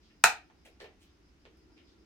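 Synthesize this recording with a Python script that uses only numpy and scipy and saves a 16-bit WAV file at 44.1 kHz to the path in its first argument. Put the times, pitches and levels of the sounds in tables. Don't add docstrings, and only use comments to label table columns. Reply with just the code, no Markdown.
import sys
import numpy as np
from scipy import signal
from scipy.fft import rfft, irfft, next_fast_len
from scipy.io import wavfile

SR = 44100
rng = np.random.default_rng(int(sys.argv[2]) if len(sys.argv) > 2 else 0)


def store_pcm(level_fs):
    pcm = np.round(np.clip(level_fs, -1, 1) * 32767).astype(np.int16)
    wavfile.write(sys.argv[1], SR, np.atleast_2d(pcm).T)


def makeup_ratio(level_db):
    decades = np.asarray(level_db, float) / 20
    return 10 ** decades


N = 90404

# (frequency [Hz], density [dB per Hz])
AIR_COLOUR = [(13, -37), (26, -10.5), (40, -11), (60, 0), (80, -5.5), (110, -16), (196, -12.5), (300, -11),
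              (450, -23.5), (700, -25.5), (1150, -26.5), (2400, -28.5), (3500, -32), (6000, -33.5),
              (7500, -43), (16500, -54)]
AIR_DB = -64
# (frequency [Hz], likeness [0 to 1])
BACKGROUND_ALIKE = [(40, .9), (300, .85), (600, .3), (1200, .05), (12000, .05)]

# (time [s], level [dB])
FAN_LEVEL = [(0.0, -73), (0.69, -71.5), (0.99, -71.5), (1.38, -72), (1.81, -65), (2.05, -68)]
# (centre [Hz], width [Hz], relative level [dB])
FAN_BANDS = [(334.4, 150, -3), (1400, 97, -9)]
FAN_POWER = 2.8

# (middle [s], half length [s], level [dB])
CHIRPS = [(0.058, 0.055, -80), (0.196, 0.09, -77.5), (0.46, 0.027, -79.5), (.61, .04, -78),
          (0.731, 0.032, -79), (1.013, 0.036, -92), (1.135, 0.039, -79.5), (1.275, 0.055, -78.5),
          (1.431, .04, -79), (1.60, 0.056, -76.5), (1.756, 0.07, -75.5), (1.88, 0.043, -75),
          (2.01, 0.033, -78.5)]
CHIRP_HZ, CHIRP_WIDTH_HZ = 5050, 500

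# (start [s], rise [s], hold [s], level [dB], centre [Hz], broad hiss [dB])
SCUFFS = [(0.008, 0.029, 0.039, -76.5, 4030, -30.5), (0.093, .01, 0.0088, -75.5, 2070, -28),
          (.650, 0.00067, 0.0098, -62, 2170, -4), (0.654, 0.01055, 0.01, -71, 590, -34),
          (0.795, 0.0065, 0.02, -63, 1760, -11.5), (0.8, 0.0031, 0.011, -65.5, 3900, -35),
          (0.81, 0.0043, 0.026, -64, 430, -47), (0.843, 0.0028, 0.017, -66.5, 1900, -21),
          (0.841, 0.0017, 0.0088, -68.5, 2870, -24), (.845, 0.0022, 0.01, -69, 613, -39),
          (0.992, 0.029, 0.012, -73, 2495, 4), (1.041, 0.023, 0.03, -81, 3430, -28),
          (1.693, 0.0058, 0.024, -80, 892, -28.5), (1.763, 0.0093, .025, -71, 2530, -30),
          (1.862, 0.0092, .05, -78.5, 4000, -35)]
SCUFF_FALL_S, SCUFF_OCTAVES = .012, 0.43
GRAINS_PER_S, GRAIN_SPREAD_DB = 1600, 4.5
HISS_HZ, HISS_OCTAVES = 6000, 0.92

# (time [s], strength [dB], click pitch [Hz], knock pitch [Hz], knock [dB])
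TICKS = [(.5005, -42, 2197, 794, -4.5), (.8045, -30, 2195, 442.3, -9), (.8175, -47.5, 1490, 420, 12.5),
         (0.8435, -33.5, 2970, 674, -5), (1.4535, -35, 2860, 430, -7.5), (1.5730, -60.5, 10960, 1287, -14),
         (1.7790, -41.5, 2795, 1980, -12)]
KNOCK_WIDTH_HZ = 130
TICK_RING_WIDTH = 1

# (time [s], relative blow [dB], softness as roll-off [Hz], metal rattle [dB])
SNAP = [(0.2384, -17.5, 7000, -18), (.2395, -5, 7100, -7), (.2403, -5, 6000, -19.5),
        (.2411, -10.5, 6000, -15.5), (0.2416, 2, 3000, -16), (.2441, -17.5, 3450, -28.5)]
SNAP_DB = 24
# (centre [Hz], width [Hz], relative level [dB])
PANEL = [(204.7, 60, -17), (430, 66, -20.5), (685.7, 140, -1.5), (1242.4, 690, -1.5), (1769.5, 400, 1.5),
         (2567, 150, -3), (4069, 350, -5.5)]
PANEL_LOW_HZ = 160
# (frequency [Hz], relative level [dB])
RATTLE_COLOUR = [(800, -26.5), (1900, -9), (2600, 1), (3150, -8.5), (3800, 2.5), (5000, -6.5), (6300, -6.5),
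                 (7900, -2.5), (9500, -7.5), (11000, -16), (12500, -21), (14500, -17.5), (16200, -26)]
# (frequency [Hz], likeness [0 to 1])
RATTLE_ALIKE = [(3000, .9), (5000, .1), (12000, .05)]
RATTLE_T60_S = .006

# (delay [s], left [dB], right [dB])
WALLS = [(.0062, -9.5, -17.5), (.0090, -11, -9), (0.0118, -18, -19), (0.0145, -18, -11), (.020, -15, -14.5),
         (0.028, -17.5, -24)]
WALL_HZ = 5300
# (frequency [Hz], time [s])
ROOM_T60 = [(150, .2), (400, .3), (1000, .235), (2800, .27), (5000, .225), (8000, .185), (11000, .175),
            (15000, .165)]
# (frequency [Hz], relative level [dB])
ROOM_TONE = [(150, 4), (330, -1.5), (450, 5), (560, -2), (740, 4.5), (1300, -1.5), (2600, 1), (3800, 1),
             (6000, 0.5), (9000, -3), (12000, 0), (15000, 3)]
# (frequency [Hz], likeness [0 to 1])
ROOM_ALIKE = [(300, .9), (1000, .45), (2500, .05), (12000, .02)]
ROOM_DB, ROOM_START_S = -3.5, .003

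TICK_LEAD_S, SCUFF_LEAD_S = .00027, .00012
SMALL_DRY_DB, SMALL_WET_DB = 3, 7
TOP_HZ = 16300


def along(points, hz):
    f, v = np.transpose(points)
    return np.interp(np.log(hz + 1), np.log(f + 1), v)


def unit(x):
    return x / np.sqrt(np.mean(x ** 2) + 1e-20)


def curve(rows):
    return np.interp(np.arange(N) / SR, *np.transpose(rows))


def filtered(x, response):
    m = next_fast_len(x.shape[-1] + SR // 2)
    spectrum = rfft(x, m) * response(np.fft.rfftfreq(m, 1 / SR))
    return irfft(spectrum, m)[..., :x.shape[-1]]


def peaks(table, hz):
    total = 0
    for k, (centre, width, db) in enumerate(table):
        damping = 1j * hz * width
        total = total + (-1) ** k * makeup_ratio(db) * damping / (centre ** 2 - hz ** 2 + damping)
    return total


def blow(s, db, soft_hz, hz):
    delay = np.exp(-1j * 2 * np.pi * hz * s)
    return makeup_ratio(db) * delay / (1 + 1j * hz / soft_hz) ** 3


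def stereo(pair, alike, gain):
    def mix(hz):
        turn = np.arccos(np.clip(along(alike, hz), -1, 1)) / 2
        return gain(hz) * np.array([np.cos(turn), np.sin(turn)])
    mid, side = filtered(pair, mix)
    return np.array([mid + side, mid - side])


def background_noise(gain):
    return unit(stereo(rng.standard_normal((2, N)), BACKGROUND_ALIKE, gain))


def air():
    return makeup_ratio(AIR_DB) * background_noise(lambda hz: makeup_ratio(along(AIR_COLOUR, hz)))


def fan():
    hum = background_noise(lambda hz: np.abs(peaks(FAN_BANDS, hz)) ** FAN_POWER)
    return makeup_ratio(curve(FAN_LEVEL)) * hum


def cricket():
    t = np.arange(N) / SR
    swells = sum(makeup_ratio(db) * np.exp(-((t - middle) / half) ** 4) for middle, half, db in CHIRPS)
    return swells * background_noise(lambda hz: peaks([(CHIRP_HZ, CHIRP_WIDTH_HZ, 0)], hz) ** 2)


def scuffs():
    t, out = np.arange(N) / SR, np.zeros(N)

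    def bell(hz, centre, octaves):
        return np.exp(-.5 * (np.log2((hz + 1) / centre) / octaves) ** 2)

    for start, rise, hold, db, centre, hiss_db in SCUFFS:
        is_grain = rng.random(N) < GRAINS_PER_S / SR
        grains = is_grain * makeup_ratio(GRAIN_SPREAD_DB * rng.exponential(size=N))
        grit = rng.standard_normal(N) * (1.2 + grains)
        hiss = makeup_ratio(hiss_db - 7.5)
        grit = unit(filtered(grit, lambda hz: bell(hz, centre, SCUFF_OCTAVES)
                             + hiss * bell(hz, HISS_HZ, HISS_OCTAVES)))
        swell = np.clip((t - start) / max(rise, .001), 0, 1)
        fall = np.exp(-np.clip(t - start - rise - hold, 0, None) / SCUFF_FALL_S)
        out += makeup_ratio(db) * grit * swell * fall
    return out


def ticks():
    def spectrum(hz):
        total = 0
        for s, db, click, knock, knock_db in TICKS:
            rings = [(knock, KNOCK_WIDTH_HZ, knock_db + 19.5), (click, TICK_RING_WIDTH * click, 4)]
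            total = total + blow(s, db + 6, 1.74 * click, hz) * peaks(rings, hz)
        return total
    impulse = (np.arange(N) < 1).astype(float)
    return filtered(impulse, spectrum)


def panel_ring():
    def spectrum(hz):
        blows = sum(blow(s, db, soft_hz, hz) for s, db, soft_hz, _ in SNAP)
        radiation = (1j * hz / (PANEL_LOW_HZ + 1j * hz)) ** 2
        return peaks(PANEL, hz) * radiation * blows
    impulse = (np.arange(N) < 1).astype(float)
    return makeup_ratio(SNAP_DB) * filtered(impulse, spectrum)


def metal_rattle():
    t = np.arange(N) / SR
    metal = unit(stereo(rng.standard_normal((2, N)), RATTLE_ALIKE, lambda hz: makeup_ratio(along(RATTLE_COLOUR, hz))))
    bursts = sum((t >= s) * makeup_ratio(db - 60 * np.abs(t - s) / RATTLE_T60_S) for s, _, _, db in SNAP)
    return metal * bursts


def toggle():
    return panel_ring() + metal_rattle()


def room(x):
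    hz, t, z = signal.stft(rng.standard_normal((2, SR // 2)), SR, nperseg=256)
    decay = makeup_ratio(-60 * t / along(ROOM_T60, hz)[:, None])
    tail = signal.istft(z * decay, SR, nperseg=256)[1]
    tail = tail / np.linalg.norm(tail[0])
    tail = makeup_ratio(ROOM_DB) * stereo(tail, ROOM_ALIKE, lambda f: makeup_ratio(along(ROOM_TONE, f)))
    tail = np.roll(tail, round(ROOM_START_S * SR), axis=1)
    walls = np.zeros_like(tail)
    for s, left_db, right_db in WALLS:
        walls[:, round(s * SR)] = makeup_ratio([left_db, right_db])
    walls = filtered(walls, lambda f: 1 / (1 + 1j * f / WALL_HZ))
    return signal.fftconvolve(x, tail + walls, axes=1)[:, :N]


def from_left(x, lead_s):
    sides = np.array([[1], [-1]])
    return filtered(x, lambda hz: np.exp(1j * np.pi * hz * lead_s * sides))


def scene():
    background = air() + fan() + cricket()
    scuff, tick, snap = scuffs(), ticks(), toggle()
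    near = from_left(tick, TICK_LEAD_S) + from_left(scuff, SCUFF_LEAD_S)
    small = makeup_ratio(SMALL_DRY_DB) * near + makeup_ratio(SMALL_WET_DB) * room((tick + scuff)[None])
    return background + small + snap + room(snap)


def roll_off(x):
    return signal.sosfilt(signal.butter(12, 16640, fs=SR, output="sos"), x)


def record(dry):
    limited = dry / (1 + np.abs(dry / .99) ** 8) ** (1 / 8)
    mix = filtered(limited, lambda hz: hz < TOP_HZ)
    return roll_off(mix)


dry = scene()
out = record(dry)
store_pcm(out)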